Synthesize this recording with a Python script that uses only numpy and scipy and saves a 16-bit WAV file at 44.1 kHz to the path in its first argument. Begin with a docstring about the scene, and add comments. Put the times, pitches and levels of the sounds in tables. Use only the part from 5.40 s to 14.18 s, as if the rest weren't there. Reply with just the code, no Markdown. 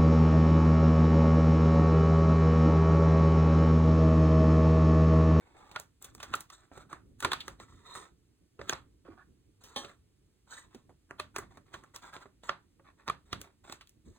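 """A soft rub, then taps, knocks and ticks: a laptop handled close to a phone's microphones.
Fingers tap, nudge and scuff case and screen; panels ring, hinge and fittings tick, the lid clunks once.
Between taps, skin and sleeve rub along the case in short strokes of tiny slips.
Underneath: the low rumble of a small, quiet room, bumps of the hand-held phone and faint hiss."""
import sys
import numpy as np
from scipy import signal
from scipy.fft import rfft, irfft, next_fast_len
from scipy.io import wavfile
from scipy.ndimage import map_coordinates

SR = 44100
rng = np.random.default_rng(int(sys.argv[2]) if len(sys.argv) > 2 else 0)


def wav_record(signal):
    """Record a signal, one row per channel, as 16-bit PCM in the file named by sys.argv[1]."""
    frames = np.transpose(np.atleast_2d(signal))
    bounded = np.clip(frames, -1, 1)
    # unit amplitude maps onto the largest positive 16-bit level
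    quanta = np.round(bounded * 32767).astype(np.int16)
    wavfile.write(sys.argv[1], SR, quanta)


N = 387198

# Finger contacts. Each row: start in seconds, relative thud, knock, clack and tick levels in dB,
# scuff T60 in seconds.
CONTACTS = [(0.314, -56.5, -60, -55.5, -60, 0.043), (0.3612, -48.5, -34.5, -39.5, -52, 0.016),
            (0.399, -52, -52.5, -54, -45.5, 0.0062), (0.6249, -90, -87, -61, -50, 0.0088),
            (0.6441, -60, -58.5, -51.5, -48, 0.056), (0.7501, -58, -57, -60.5, -53.5, 0.005),
            (0.8011, -63, -47, -48, -57.5, 0.051), (0.829, -57, -43, -43, -47, 0.068),
            (0.939, -48.5, -31, -34, -47, 0.0069), (0.953, -48, -52, -61, -43, 0.022),
            (1.007, -80, -56.5, -52.5, -47, 0.0067), (1.1011, -88, -52, -53.5, -57, 0.02),
            (1.315, -49.5, -57.5, -73, -81, 0.072), (1.3757, -49.5, -51.5, -62.5, -62, 0.029),
            (1.529, -50, -38.5, -55, -57.5, 0.023), (1.8044, -78, -49.5, -48, -46, 0.008),
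            (1.825, -45.5, -37, -41.5, -45.5, 0.06), (1.8475, -34.5, -23.5, -29.5, -37.5, 0.022),
            (1.918, -44.5, -31.5, -31, -42.5, 0.017), (1.932, -47, -30.5, -31, -40, 0.022),
            (2.004, -75, -75.5, -40.5, -56, 0.064), (2.0808, -47, -40, -46, -47.5, 0.01),
            (2.2, -51, -50.5, -55.5, -62, 0.011), (2.552, -64, -44, -60, -54.5, 0.04),
            (3.192, -42.5, -46, -60, -72.5, 0.087), (3.2146, -47, -44.5, -53, -80.5, 0.012),
            (3.2958, -39.5, -32.5, -33, -38, 0.0088), (3.326, -45, -35, -47.5, -50.5, 0.026),
            (3.3336, -43, -36.5, -40.5, -54, 0.0054), (3.65, -57, -60.5, -75.5, -94, 0.28),
            (4.237, -61.5, -63.5, -57, -56, 0.2), (4.361, -46.5, -47, -38, -48.5, 0.17),
            (4.446, -47.5, -52, -47.5, -64, 0.04), (5.347, -49.5, -62.5, -58.5, -62, 0.035),
            (5.494, -55, -62.5, -76, -77.5, 0.1), (5.7097, -48.5, -43.5, -63.5, -64.5, 0.0037),
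            (5.798, -47, -37, -38.5, -46, 0.018), (5.9627, -45.5, -34, -40.5, -42, 0.014),
            (5.9836, -41.5, -39, -57, -43.5, 0.042), (6.172, -52, -51.5, -61, -64.5, 0.037),
            (6.3405, -50.5, -42.5, -47, -57, 0.064), (6.437, -67, -54, -79, -66, 0.03),
            (6.5616, -71, -49.5, -48, -47.5, 0.0063), (6.7652, -50.5, -50.5, -51, -69, 0.0092),
            (6.8569, -51, -53.5, -68, -85, 0.033), (7.0349, -53.5, -56, -58, -66, 0.018),
            (7.0932, -43.5, -28.5, -36.5, -52.5, 0.016), (7.396, -62, -62.5, -86.5, -97, 0.064),
            (7.6792, -48, -35.5, -41, -49.5, 0.0093), (7.6852, -42.5, -35, -42, -64.5, 0.01),
            (7.698, -40, -37.5, -41, -49, 0.021), (7.9295, -39, -34.5, -36, -46, 0.017),
            (8.0152, -55.5, -53, -50, -48, 0.006), (8.298, -50.5, -50.5, -53, -59.5, 0.008),
            (8.3244, -53.5, -46.5, -45.5, -48.5, 0.0172), (8.41, -75, -56, -53, -62.5, 0.07),
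            (8.473, -87, -79, -64, -67, 0.0058), (8.494, -87, -87.5, -69.5, -63.5, 0.008)]
# Case resonances. Each row: centre in Hz, width in Hz, relative level in dB.
CASE_MODES = [(278, 33, -7.5), (374, 72, 1.5), (565, 16, -1), (950, 98, -6), (1162, 120, 2.5),
              (1376, 57, 1.5), (1740, 130, -6), (2596, 280, -4), (3280, 400, -3), (3880, 190, -7.5),
              (6150, 1600, -3.5), (7800, 240, -8)]
# Broad response of the case to a contact. Each row: frequency in Hz, relative level in dB.
CONTACT_SPECTRUM = [(150, 3), (350, -5.5), (700, 1.5), (1250, 5), (2300, -4), (3800, -2.5), (5200, -8.5),
                    (8500, -16), (11000, -12.5), (15500, -18)]
# Edges of the thud, knock, clack, tick and sheen bands in Hz.
TAP_BAND_EDGES_HZ = [60, 600, 2200, 5000, 11000, 16000]
# Panel creaks. Each row: peak time in seconds, pitch in Hz, relative level in dB, half width in seconds.
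PANEL_CREAKS = [(0.3676, 1432, -33.5, 0.0084), (0.9449, 1335, -17, 0.0019), (1.837, 1431, -30, 0.0035),
                (2.011, 3603, -40, 0.0069), (3.2962, 3370, -19.5, 0.0013), (3.296, 6430, -17.5, 0.00083),
                (5.363, 241, -44, 0.0073), (5.7998, 2520, -32, 0.0025), (5.8, 1185, -30.5, .004),
                (7.0948, 1390, -23, 0.0021), (7.0945, 1880, -30, .002), (7.7016, 1184, -17, 0.0031)]
# Heavy contacts. Each row: start in seconds, pitch in Hz, relative level in dB.
PANEL_THUMPS = [(1.848, 367, -29), (3.682, 335, -37.5), (7.932, 172, -41.5)]
# Lid resonances. Each row: frequency in Hz, relative level in dB.
LID_MODES = [(253, -41), (335, -42.5), (565, -39), (830, -36.5), (1090, -37.5), (1750, -45), (3170, -34.5),
             (3390, -40), (3810, -43), (4300, -40.5), (5780, -39), (9300, -46.5)]
# Skin and sleeve strokes. Each row: start and length in seconds, relative rub and hiss levels in dB.
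RUB_STROKES = [(0.0, 0.22, -67, -85), (0.16, 0.24, -62, -75), (0.61, 0.087, -62.5, -72.5),
               (0.77, 0.23, -57.5, -68.5), (1.115, 0.022, -63.5, -61), (1.17, 0.081, -68, -80),
               (1.32, 0.1, -60.5, -70), (1.49, 0.056, -57.5, -70.5), (1.82, 0.3, -66, -71),
               (2.197, 0.03, -54.5, -65), (2.27, 0.38, -69, -76.5), (2.45, 0.19, -56.5, -67),
               (2.532, 0.05, -53, -52.5), (3.2, 0.18, -61.5, -73), (3.65, 0.084, -61.5, -92.5),
               (3.767, 0.034, -63, -98.5), (4.205, 0.16, -63.5, -70), (4.355, 0.047, -59, -53.5),
               (4.41, 0.087, -56.5, -67), (5.065, 0.18, -68, -73), (5.098, 0.08, -60, -56),
               (5.3, 0.083, -67.5, -78.5), (5.97, 0.064, -58, -78.5), (6.1, 0.04, -63, -77),
               (6.255, 0.22, -68.5, -82), (6.325, 0.033, -53.5, -62.5), (6.535, 0.015, -56, -62),
               (6.615, 0.06, -53.5, -63.5), (6.72, 0.032, -50.5, -60.5), (6.8, 0.023, -55, -66.5),
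               (7.03, 0.054, -58, -62.5), (7.44, 0.047, -63, -90), (7.575, 0.035, -62, -86),
               (7.85, 0.16, -68.5, -79), (8.03, 0.026, -57, -79), (8.235, 0.084, -60, -68),
               (8.308, 0.011, -55, -59), (8.645, 0.14, -75.5, -76.5)]
# Friction of skin and of cloth. Each row: frequency in Hz, relative density in dB.
SKIN_SPECTRUM = [(100, -5), (300, -3), (600, -1.5), (1170, 2.5), (1700, -2.5), (2300, -7), (3000, -19),
                 (3800, -13.5), (5000, -21), (6500, -48)]
CLOTH_SPECTRUM = [(2600, -14.5), (3750, 4), (4900, -7.5), (6300, 0), (8300, 2), (9600, -14.5),
                  (15000, -15.5), (16300, -24.5)]
# Fingertip drags. Each row: start and length in seconds, first and last pitch in Hz, relative level in dB.
FINGER_SCRAPES = [(0.141, 0.2, 950, 1080, -69), (2.444, 0.11, 3830, 3970, -61.5),
                  (2.471, 0.15, 1148, 1250, -59), (2.533, 0.04, 8100, 8700, -53),
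                  (3.774, 0.035, 1392, 1620, -64), (5.104, 0.081, 1440, 1800, -51.5),
                  (5.108, 0.071, 7930, 8540, -58), ]
# Room decay. Each row: frequency in Hz, T60 in seconds.
ROOM_T60 = [(150, 0.41), (500, 0.2), (1400, 0.22), (3700, 0.2), (10000, 0.15)]
# Grip shifts on the phone. Each row: start and length in seconds, relative rumble level in dB.
GRIP_SHIFTS = [(0.65, 0.32, -63), (1.3, 1.15, -61), (3.2, 0.7, -67.5), (5.7, 0.68, -66.5),
               (7.9, 0.089, -54), (8.63, 0.07, -56.5)]
# Room rumble and faint hiss. Each row: frequency in Hz, relative density in dB.
RUMBLE_SPECTRUM = [(20, -20.5), (52, 0.5), (100, -1.5), (170, -9), (320, -8.5), (450, -17), (650, -33),
                   (1500, -54.5)]
AIR_SPECTRUM = [(600, 0.5), (2500, 0.5), (8500, -2.5), (13000, -4.5), (16000, -12.5)]
# Scattered sound at the two microphones. Each row: frequency in Hz, correlation from 0 to 1.
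MIC_COHERENCE = [(60, 1), (300, 0.51), (1000, 0.47), (2500, .05), (4000, 0.24), (5500, 0.93), (15000, 1)]
# Microphone phase difference. Each row: frequency in Hz, lead of the left in radians.
MIC_LEAD = [(60, 0), (550, -.5), (850, .9), (1200, .1), (1650, .1), (2850, 2.3), (3600, 1), (5100, 3.14),
            (8300, 6.3), (12300, 9.4), (15500, 12.2)]
# Microphone level difference. Each row: frequency in Hz, left minus right in dB.
MIC_BALANCE = [(40, 1), (200, -4.5), (1600, -2.5), (3600, -2), (5000, 0)]

TAP_BANDS = [signal.butter(3, edges_hz, "bandpass", fs=SR, output="sos")
             for edges_hz in zip(TAP_BAND_EDGES_HZ, TAP_BAND_EDGES_HZ[1:])]
LEAD_IN_S = 0.02  # time ahead of a contact's peak


def taps(gain_db, tap_room_db, tone_room_db, lid_at_s):
    """Contacts, creaks, thumps and the lid's clunk, each with its own room echo."""
    events = [(s - LEAD_IN_S, tap_room_db, *tap(levels_db, t60_s)) for s, *levels_db, t60_s in CONTACTS]
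    tones = [(s - LEAD_IN_S, creak(hz, db, half_width_s)) for s, hz, db, half_width_s in PANEL_CREAKS]
    tones += [(s, thump(hz, db)) for s, hz, db in PANEL_THUMPS]
    tones.append((lid_at_s, lid_clunk()))
    events += [(s, tone_room_db, tone, tone) for s, tone in tones]
    track = np.zeros((2, N))
    for start_s, echo_db, direct, radiated in events:
        tail = room_tail(desk_db=11, desk_t60_s=0.02, build_s=0.0022)
        add(track, start_s, direct)
        add(track, start_s, amp(echo_db) * signal.fftconvolve(radiated[None], tail, axes=1))
    return amp(gain_db) * track


def tap(levels_db, scuff_t60_s, push=2.8, chatter=0.41, landing_db=-20, landing_s=0.05, swell_s=0.0026):
    """A finger brushes in, pushes and slips. Returns the near spot's ring and the whole case's clack."""
    onset, attack = round(LEAD_IN_S * SR), round(0.012 * SR)
    t = (np.arange(SR // 5) - onset) / SR
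    slips = unit(rng.standard_normal(len(t)) * np.exp(chatter * rng.standard_normal(len(t))))
    landing = amp(landing_db - 60 * np.abs(t) / landing_s) + amp(-60 * np.abs(t) / swell_s)
    force = slips * np.where(t < 0, landing, amp(-60 * np.abs(t) / scuff_t60_s))
    force[onset] += push
    spot = filtered(force, lambda hz: case_response(hz, spread_db=5.5, detune=0.06, broad_db=-6))
    whole = filtered(1.0 * (t == 0), lambda hz: case_response(hz, spread_db=0, detune=0, broad_db=3))
    ring = np.array([spot, whole])
    # Pad, nail or fitting weights the bands differently; hard contacts add sheen.
    _, knock_db, _, tick_db = levels_db
    sheen_db = tick_db - 5 + 0.3 * np.clip(tick_db - knock_db, -20, 10)
    sound = np.zeros_like(ring)
    for bandpass, db in zip(TAP_BANDS, [*levels_db, sheen_db]):
        band = signal.sosfilt(bandpass, ring)
        attack_rms = np.sqrt(np.mean(band[:, onset:onset + attack] ** 2, axis=1, keepdims=True))
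        sound += amp(db) * band / attack_rms
    return sound


def case_response(hz, spread_db, detune, broad_db):
    """Each spot of the case favours other modes, over a bed of well-damped ones."""
    response = amp(broad_db) * minimum_phase(amp(along(CONTACT_SPECTRUM, hz)))
    for centre_hz, width_hz, db in CASE_MODES:
        strength, shift = rng.standard_normal(2)
        mode_hz = centre_hz * np.exp(detune * shift)
        damping = 1j * hz * width_hz
        response += amp(db + spread_db * strength) * damping / (mode_hz ** 2 - hz ** 2 + damping)
    return response


def creak(hz, db, half_width_s, octave_db=-17):
    """A push or slip sounds one panel resonance for a few cycles, with a weak octave."""
    t = np.arange(round(2 * LEAD_IN_S * SR)) / SR - LEAD_IN_S
    phase = 2 * np.pi * hz * t
    swell = np.exp(-(t / half_width_s) ** 2)
    return amp(db) * swell * (np.sin(phase) + amp(octave_db) * np.sin(2 * phase))


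def thump(hz, db, attack_s=0.0056, t60_s=0.16, jitter_rad=0.82):
    """A heavy contact booms a low panel mode, which dies unevenly under the hand."""
    t = np.arange(SR // 4) / SR
    phase = 2 * np.pi * hz * t + jitter_rad * wobble(hz / 2, len(t))
    return amp(db - 60 * t / t60_s) * (1 - np.exp(-t / attack_s)) * np.sin(phase)


def lid_clunk(attack_s=0.0011, t60_s=0.21, jitter_rad=0.95):
    """The lid rocks once and rings in many modes, unevenly as it rattles in the hinge."""
    t = np.arange(SR // 3) / SR
    ring = np.zeros(len(t))
    for hz, db in LID_MODES:
        phase = 2 * np.pi * (hz * t + rng.random()) + jitter_rad * wobble(171, len(t))
        ring += amp(db) * np.sin(phase)
    return amp(-60 * t / t60_s) * (1 - np.exp(-t / attack_s)) * ring


def rubbing(rub_gain_db, hiss_gain_db, snag_db, room_db):
    """Skin drags and snags on the panels while cloth hisses over them, under uneven hand pressure."""
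    rub, hiss = gesture_gains(RUB_STROKES, attack_s=0.011, release_t60_s=0.17)
    pressure = unit(amp(1.9 * wobble(45)))
    skin = amp(rub_gain_db) * rub * slide_over_case(friction(SKIN_SPECTRUM, grain=1.1, clump_db=3.5))
    cloth = amp(hiss_gain_db) * hiss * friction(CLOTH_SPECTRUM, grain=0.68, clump_db=3)
    sliding = pressure * (skin + cloth) + scrapes()
    echo = moving_echo(sliding)
    ticks = amp(snag_db) * np.sqrt(rub * hiss) * snags()
    return sliding + ticks + amp(room_db) * echo


def friction(spectrum, grain, clump_db):
    """Dense tiny slips of uneven size, clumped as the surface catches."""
    slips = rng.standard_normal(N) * np.exp(grain * rng.uniform(-2.2, 2, N))
    clumps = amp(clump_db * np.minimum(wobble(320), 2))
    return coloured(slips * clumps, spectrum)


def slide_over_case(x, rate_hz=8, spot_count=4):
    """The excited resonances change as the hand slides from spot to spot."""
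    def resonances(hz):
        return case_response(hz, spread_db=6, detune=0.05, broad_db=0) / amp(along(CONTACT_SPECTRUM, hz))
    spots = np.array([unit(filtered(x, resonances)) for _ in range(spot_count)])
    nearness = np.exp([wobble(rate_hz) for _ in range(spot_count)])
    return unit(np.sum(spots * nearness, axis=0) / np.linalg.norm(nearness, axis=0))


def scrapes(width_hz=520, flutter_db=4):
    """Uneven stick-slip: fuzzy, broken bands that glide with the fingertip."""
    track, t = np.zeros(N), np.arange(SR // 2) / SR
    for start_s, length_s, first_hz, last_hz, db in FINGER_SCRAPES:
        hz = np.interp(t, [0, length_s], [first_hz, last_hz])
        slips = wobble(width_hz, len(t)) + 1j * wobble(width_hz, len(t))
        band = np.real(slips * np.exp(2j * np.pi * np.cumsum(hz) / SR))
        flutter = amp(flutter_db * wobble(100, len(t)))
        envelope = gesture(t, length_s, attack_s=0.021, release_t60_s=0.13)
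        add(track, start_s, amp(db) * unit(band * flutter) * envelope)
    return track


def snags(rate_hz=140, scatter_db=5):
    """The sliding finger catches and lets go in tiny crisp ticks."""
    impulses = (rng.random(N) < rate_hz / SR) * rng.choice([-1, 1], N)
    sizes = amp(scatter_db * rng.uniform(-1, 1, N))
    return unit(filtered(impulses * sizes, lambda hz: minimum_phase(amp(along(CONTACT_SPECTRUM, hz)))))


def moving_echo(x, hop_s=0.25):
    """A moving hand meets new reflections from moment to moment."""
    hop = round(hop_s * SR)
    padded, echo = np.pad(x, (hop, 2 * hop)), np.zeros((2, N + hop))
    fade = np.sqrt(np.hanning(2 * hop))
    for start in range(0, N + hop, hop):
        piece = padded[start:start + 2 * hop] * fade
        tail = room_tail(desk_db=15, desk_t60_s=0.027, build_s=0.00026)
        add(echo, start / SR, signal.fftconvolve(piece[None], tail, axes=1))
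    return echo[:, hop:]


def room_tail(desk_db, desk_t60_s, build_s):
    """Stereo impulse response: quick reflections between screen and desk, then the walls."""
    hz, frame_s, noise = signal.stft(rng.standard_normal((2, SR // 3)), SR, nperseg=256)
    decay = amp(-60 * frame_s / along(ROOM_T60, hz)[:, None])
    _, walls = signal.istft(noise * decay, SR, nperseg=256)
    t = np.arange(walls.shape[1]) / SR
    desk_boost = 1 + amp(desk_db - 60 * t / desk_t60_s)
    tail = diffuse(walls * desk_boost * (1 - np.exp(-t / build_s)))
    return tail / np.sqrt(np.sum(tail ** 2) / 2)


def background(rumble_db, grip_gain_db, air_db):
    """Low room rumble that swells and bumps as the grip on the phone shifts, plus faint even hiss."""
    grip, = gesture_gains(GRIP_SHIFTS, attack_s=0.032, release_t60_s=0.24)
    bumps = amp(2.5 * wobble(22))
    rumble = coloured(diffuse(rng.standard_normal((2, N))), RUMBLE_SPECTRUM)
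    air = coloured(diffuse(rng.standard_normal((2, N))), AIR_SPECTRUM)
    return np.hypot(amp(rumble_db), amp(grip_gain_db) * grip) * bumps * rumble + amp(air_db) * air


def diffuse(pair):
    """Two unrelated signals become scattered sound, partly alike at the two microphones."""
    def mid_side_gains(hz):
        angle = np.arccos(np.clip(along(MIC_COHERENCE, hz), -1, 1)) / 2
        return np.array([np.cos(angle), np.sin(angle)])
    mid, side = filtered(pair, mid_side_gains)
    return np.array([mid + side, mid - side])


def gesture(t, length_s, attack_s, release_t60_s):
    """Gain of one hand movement: build, hold, release."""
    return np.clip(t / attack_s, 0, 1) * amp(-60 * np.clip((t - length_s) / release_t60_s, 0, 2))


def gesture_gains(rows, attack_s, release_t60_s):
    """One gain curve per level column; overlapping movements add in power."""
    t = np.arange(N) / SR
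    envelopes = np.array([gesture(t - s, length_s, attack_s, release_t60_s) for s, length_s, *_ in rows])
    gains = amp(np.array(rows)[:, 2:].T)
    return np.sqrt(gains ** 2 @ envelopes ** 2)


def amp(db):
    """Decibels to gain."""
    return 10 ** (np.asarray(db) / 20)


def unit(x):
    """Scale to rms 1."""
    return x / np.sqrt(np.mean(x ** 2) + 1e-20)


def along(points, hz):
    """Read (Hz, value) points on a log axis."""
    point_hz, values = np.transpose(points)
    return np.interp(np.log(hz + 1), np.log(point_hz + 1), values)


def wobble(rate_hz, size=N):
    """Smooth random curve, rate_hz knots a second."""
    knots = rng.standard_normal(int(size * rate_hz / SR) + 4)
    return map_coordinates(knots, [np.arange(size) * rate_hz / SR])


def filtered(x, response):
    """Apply a complex frequency response."""
    size = x.shape[-1]
    fft_size = next_fast_len(size + 4096, real=True)
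    hz = np.fft.rfftfreq(fft_size, 1 / SR)
    return irfft(rfft(x, fft_size) * response(hz), fft_size)[..., :size]


def coloured(x, spectrum):
    """Give noise a spectrum, at rms 1."""
    return unit(filtered(x, lambda hz: amp(along(spectrum, hz))))


def minimum_phase(gain):
    """Causal response with this gain."""
    cepstrum = irfft(np.log(gain))
    half = len(cepstrum) // 2
    cepstrum[1:half] *= 2
    cepstrum[half + 1:] = 0
    return np.exp(rfft(cepstrum))


def add(track, start_s, sound):
    """Mix a sound into a track."""
    start = max(round(start_s * SR), 0)
    part = track[..., start:start + sound.shape[-1]]
    part += sound[..., :part.shape[-1]]


def scene():
    """Taps and rubbing over the room's background."""
    return (taps(gain_db=-2, tap_room_db=-6, tone_room_db=-19, lid_at_s=4.3605)
            + rubbing(rub_gain_db=-2, hiss_gain_db=-1, snag_db=-4.5, room_db=0.5)
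            + background(rumble_db=-68.5, grip_gain_db=1, air_db=-79.5))


def record(dry, top_hz=16500):
    """Two microphones: the left leads in phase, increasingly toward the highs; lows are louder in the right;
    cut above top_hz."""
    def microphones(hz):
        split = np.array([[0.5], [-0.5]])
        gain = amp(split * along(MIC_BALANCE, hz))
        phase = split * along(MIC_LEAD, hz)
        return gain * np.exp(1j * phase) * (hz < top_hz)
    return filtered(dry, microphones)


dry = scene()
out = record(dry)
wav_record(out)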